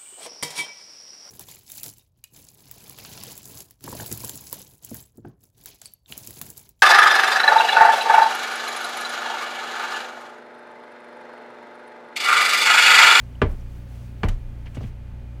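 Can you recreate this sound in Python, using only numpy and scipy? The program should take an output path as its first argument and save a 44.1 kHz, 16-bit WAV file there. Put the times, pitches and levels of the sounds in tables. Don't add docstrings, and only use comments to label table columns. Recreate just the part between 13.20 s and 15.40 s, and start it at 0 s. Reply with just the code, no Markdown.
import sys
import numpy as np
from scipy import signal
from scipy.io import wavfile

SR = 44100
rng = np.random.default_rng(int(sys.argv[2]) if len(sys.argv) > 2 else 0)


def materialize(psi):
    bounded = np.clip(np.atleast_2d(psi).T, -1, 1)
    quanta = np.round(bounded * 32767).astype(np.int16)
    wavfile.write(sys.argv[1], SR, quanta)


def level_to_linear(level):
    exponent = np.asarray(level, float) / 20
    return 10 ** exponent


N = 97020

# f/Hz, rms level before waver/dB
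MOTOR_TONES = [(59.2, -38.5), (91.5, -45.5), (118.4, -41.5), (177.6, -56), (236.9, -58), (296, -66.5),
               (352, -72.5), (555, -66.5), (620, -73), (879, -69), (2446, -74.5)]
HUM_WAVER_DB, HUM_WAVER_S = 1.2, 0.0004

# f/Hz, density/(dB per Hz)
AIR_SPECTRUM = [(20, 0), (35, -2.5), (50, -4.5), (75, -10), (105, -15), (160, -13), (270, -16), (400, -25),
                (560, -24.5), (900, -32), (1600, -33.5), (2400, -36), (4000, -45.5), (5200, -49),
                (8000, -52), (10500, -54.5), (16000, -58), (20000, -60)]
AIR_DB = -44.5

# t/s, rms level/dB
RUSTLE_LEVEL = [(0, -62), (.06, -66.5), (.2, -69.5), (.28, -62.5), (.31, -56), (.35, -62.5), (.4, -62),
                (.47, -67), (.57, -61), (.66, -66), (.73, -59.5), (.88, -61.5), (.95, -67.5), (1.1, -62.5),
                (1.25, -71), (1.6, -65), (1.679, -60), (1.78, -108), (2.2, -81)]
# f/Hz, density/(dB per Hz)
CLOTH_SPECTRUM = [(1500, 7), (3000, 3.5), (6000, 0.5), (9000, -1.5), (12500, -5), (16000, -3), (20000, -20)]

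# t/s, level before the envelope/dB, f/Hz
TICKS = [(0.153, -40.5, 2980), (0.409, -50, 5850)]
TICK_RISE_S, TICK_T60_S = 0.00072, 0.015

# t/s, knock level/dB, hardness as contact cut-off f/Hz,
# staircase boom level/dB, share of the free ringing time left under the foot [ratio]
LANDINGS = [(0.217, -11, 11700, -23, 0.79), (0.262, -26, 131, -29.5, 0.66), (1.033, -16, 9100, -19, 0.83),
            (1.083, -21.5, 147, -42, 0.86), (1.570, -17, 404, -55, 0.23), (1.608, -23, 493, -42.5, 0.25),
            (1.638, -22.5, 254, -42.5, 0.3)]
TREAD_OF_LANDING = [0, 0, 1, 1, 2, 2, 2]
# f/Hz, first tread level/dB, second tread level/dB, third tread level/dB, free t60/s
TREAD_MODES = [(66.7, -6, 0.5, -9, 0.52), (93.5, -4.5, -4.5, 1, 0.33), (103.7, -12.5, -1, -1, 0.28),
               (139, -5, -4, 2, 0.19), (185.5, -8.5, -1, -7.5, .11), (232.7, -8, -9.5, -2, 0.073),
               (277, -10.5, -9.5, -5, .1), (323, -12, -2.5, -7.5, 0.042), (395.7, 2, -8.5, -11, 0.092),
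               (456.7, -6, -9.5, -11.5, 0.16), (624, -11, -14, -12.5, 0.18), (770.6, -14, -8.5, -10.5, .11),
               (892, -11.5, -16, -19, 0.15), (1004, -12, -12, -23, 0.13), (1177, -3.5, -8.5, -8, 0.082),
               (1496, -8.5, -15, -7, 0.05), (1700, -3, -9, -6.5, 0.048), (2000, -15, -23, -12, 0.032),
               (2360, -15, -5.5, -17, 0.053), (2900, -22, -20, -20, 0.02)]
MODES_DB, MODE_SPREAD_DB = -2.5, 0.04
RISE_CYCLES, LAG_CYCLES = 0.17, 0.72

# f/Hz, density/(dB per Hz)
KNOCK_SPECTRUM = [(60, -4.5), (150, 4.5), (434, -3), (753, -10), (1210, -14), (1990, -15), (2820, -18),
                  (4300, -36), (7000, -62), (10000, -65), (16000, -62), (20000, -80)]
# f/Hz, t60/s
KNOCK_DECAY = [(150, 0.33), (550, 0.35), (1460, 0.3), (3840, 0.12), (9000, 0.087)]
TAIL_DB, CRACK_DB, CRACK_FREE_T60_S = -8, -0.5, 0.038
SNAP_DB, SNAP_HZ, SNAP_T60_S = 3, 1840, 0.0032

# f/Hz, level relative to the boom/dB, t60/s
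SWAY_MODES = [(25.99, -1, 1.0), (32.27, 3.5, 0.73), (41, -25, 0.28)]
SWAY_RISE_S, SWAY_LAG_S = 0.0033, 0.012

# t/s, level before envelope and cut-off/dB, rise/s, t60/s, cut-off f/Hz
SCUFFS = [(1.085, -27, 0.00078, 0.036, 18000), (1.086, -44.5, 0.003, 0.23, 9200),
          (1.455, -38.5, 0.011, .1, 4440), (1.545, -42, 0.0037, 0.13, 12200),
          (1.568, -46.5, .002, 0.13, 3880), (1.604, -48, 0.0069, 0.2, 6000), (1.628, -52, .015, 0.34, 6950),
          (1.04, -37, 0.0049, 0.072, 18000)]
# f/Hz, density/(dB per Hz)
GRIT_SPECTRUM = [(300, -49), (700, -2.5), (1100, -8), (1600, -5.5), (3300, -5.5), (4200, -17), (6320, -14),
                 (8200, -20), (12000, -24.5), (16000, -29)]

BAND_EDGES = 18 * 2 ** np.arange(0, 10.1, 0.5)


def at_hz(points, hz):
    table = np.array(points)
    return np.interp(np.log(hz), np.log(table[:, 0]), table[:, 1])


def unit(x):
    return x / np.sqrt(np.mean(x ** 2) + 1e-20)


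def low(x, cut_hz):
    return signal.sosfilt(signal.butter(2, cut_hz, fs=SR, output="sos"), x)


def drift(rate_hz):
    stride = 40
    settling = 2000
    pole = np.exp(-2 * np.pi * rate_hz * stride / SR)
    white = rng.standard_normal(N // stride + 2 + settling)
    slow = signal.lfilter([1], [1, -2 * pole, pole * pole], white)[settling:]
    return np.interp(np.arange(N) / stride, np.arange(len(slow)), unit(slow))


def bands():
    white = rng.standard_normal((2, N + SR // 2))
    out = []
    for k, (lo, hi) in enumerate(zip(BAND_EDGES, BAND_EDGES[1:])):
        sos = signal.butter(2, [lo, hi], "band", fs=SR, output="sos")
        noise = signal.sosfilt(sos, white[k % 2])[-N:]
        out.append((np.sqrt(lo * hi), noise))
    return out


def coloured(spectrum, patchy_db, rate_hz):
    total = np.zeros(N)
    for hz, noise in bands():
        level_db = at_hz(spectrum, hz) + patchy_db * drift(rate_hz)
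        total += level_to_linear(level_db) * noise
    return unit(total)


def strike(start_s, rise_s, t60):
    t = np.maximum(np.arange(N) / SR - start_s, 0)
    rise = 1 - np.exp(-t / max(rise_s, 1e-4))
    decay = np.exp(-np.log(1000) * t / t60)
    return t, rise * decay


def ring(start_s, rise_s, t60, hz):
    t, envelope = strike(start_s, rise_s, t60)
    return envelope * np.sin(2 * np.pi * hz * t)


def motor_hum():
    t = np.arange(N) / SR + HUM_WAVER_S * drift(1.48)
    total = np.zeros(N)
    for hz, db in MOTOR_TONES:
        level = np.sqrt(2) * level_to_linear(db + HUM_WAVER_DB * drift(5.9))
        total += level * np.sin(2 * np.pi * hz * t)
    return total


def room_hiss():
    return level_to_linear(AIR_DB) * coloured(AIR_SPECTRUM, patchy_db=0.08, rate_hz=15.5)


def cloth_rustle():
    t, db = np.transpose(RUSTLE_LEVEL)
    level = level_to_linear(np.interp(np.arange(N) / SR, t, db))
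    return level * coloured(CLOTH_SPECTRUM, patchy_db=1.2, rate_hz=30)


def ticks():
    return sum(level_to_linear(db) * ring(t, TICK_RISE_S, TICK_T60_S, hz) for t, db, hz in TICKS)


def sole_snap(start_s):
    return level_to_linear(SNAP_DB) * ring(start_s, 0, SNAP_T60_S, SNAP_HZ)


def tread_ringing(start_s, tread, free, chance):
    total = np.zeros(N)
    for k, ((hz, *tread_db, t60), draw) in enumerate(zip(TREAD_MODES, chance)):
        level = level_to_linear(MODES_DB + tread_db[tread] + MODE_SPREAD_DB * draw)
        mode = ring(start_s + LAG_CYCLES / hz, RISE_CYCLES / hz, free * t60, hz)
        total += (-1) ** k * level * mode
    return total


def crack_and_tail(start_s, free, noise_bands):
    total = np.zeros(N)
    for hz, noise in noise_bands:
        rise_s = RISE_CYCLES / hz
        crack = level_to_linear(CRACK_DB) * strike(start_s, rise_s, free * CRACK_FREE_T60_S)[1]
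        tail = level_to_linear(TAIL_DB) * strike(start_s, rise_s, free * at_hz(KNOCK_DECAY, hz))[1]
        total += noise * (crack + tail)
    return total


def staircase_sway(start_s, boom_db):
    total = np.zeros(N)
    for k, (hz, mode_db, t60) in enumerate(SWAY_MODES):
        mode = ring(start_s + SWAY_LAG_S, SWAY_RISE_S, t60, hz)
        total += (-1) ** k * level_to_linear(boom_db + mode_db) * mode
    return total


def footfalls():
    shaped = [(hz, level_to_linear(at_hz(KNOCK_SPECTRUM, hz)) * noise) for hz, noise in bands()]
    rms = np.sqrt(sum(np.mean(noise ** 2) for _, noise in shaped))
    noise_bands = [(hz, noise / rms) for hz, noise in shaped]
    chance = rng.standard_normal((len(LANDINGS), len(TREAD_MODES)))
    total = np.zeros(N)
    for (t, db, cut_hz, boom_db, free), tread, draws in zip(LANDINGS, TREAD_OF_LANDING, chance):
        knock = sole_snap(t)
        knock += tread_ringing(t, tread, free, draws)
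        knock += crack_and_tail(t, free, noise_bands)
        total += level_to_linear(db) * low(knock, cut_hz)
        total += staircase_sway(t, boom_db)
    return total


def sole_scuffs():
    grit = coloured(GRIT_SPECTRUM, patchy_db=2.5, rate_hz=44)
    total = np.zeros(N)
    for t, db, rise_s, t60, cut_hz in SCUFFS:
        burst = strike(t, rise_s, t60)[1] * grit
        total += level_to_linear(db) * low(burst, cut_hz)
    return total


def scene():
    background = motor_hum() + room_hiss()
    climber = cloth_rustle() + footfalls() + sole_scuffs()
    return (background + ticks() + climber)[None]


def top_cut(x):
    return signal.sosfilt(signal.butter(12, 16530, fs=SR, output="sos"), x)


def record(dry):
    return top_cut(dry)


dry = scene()
out = record(dry)
materialize(out)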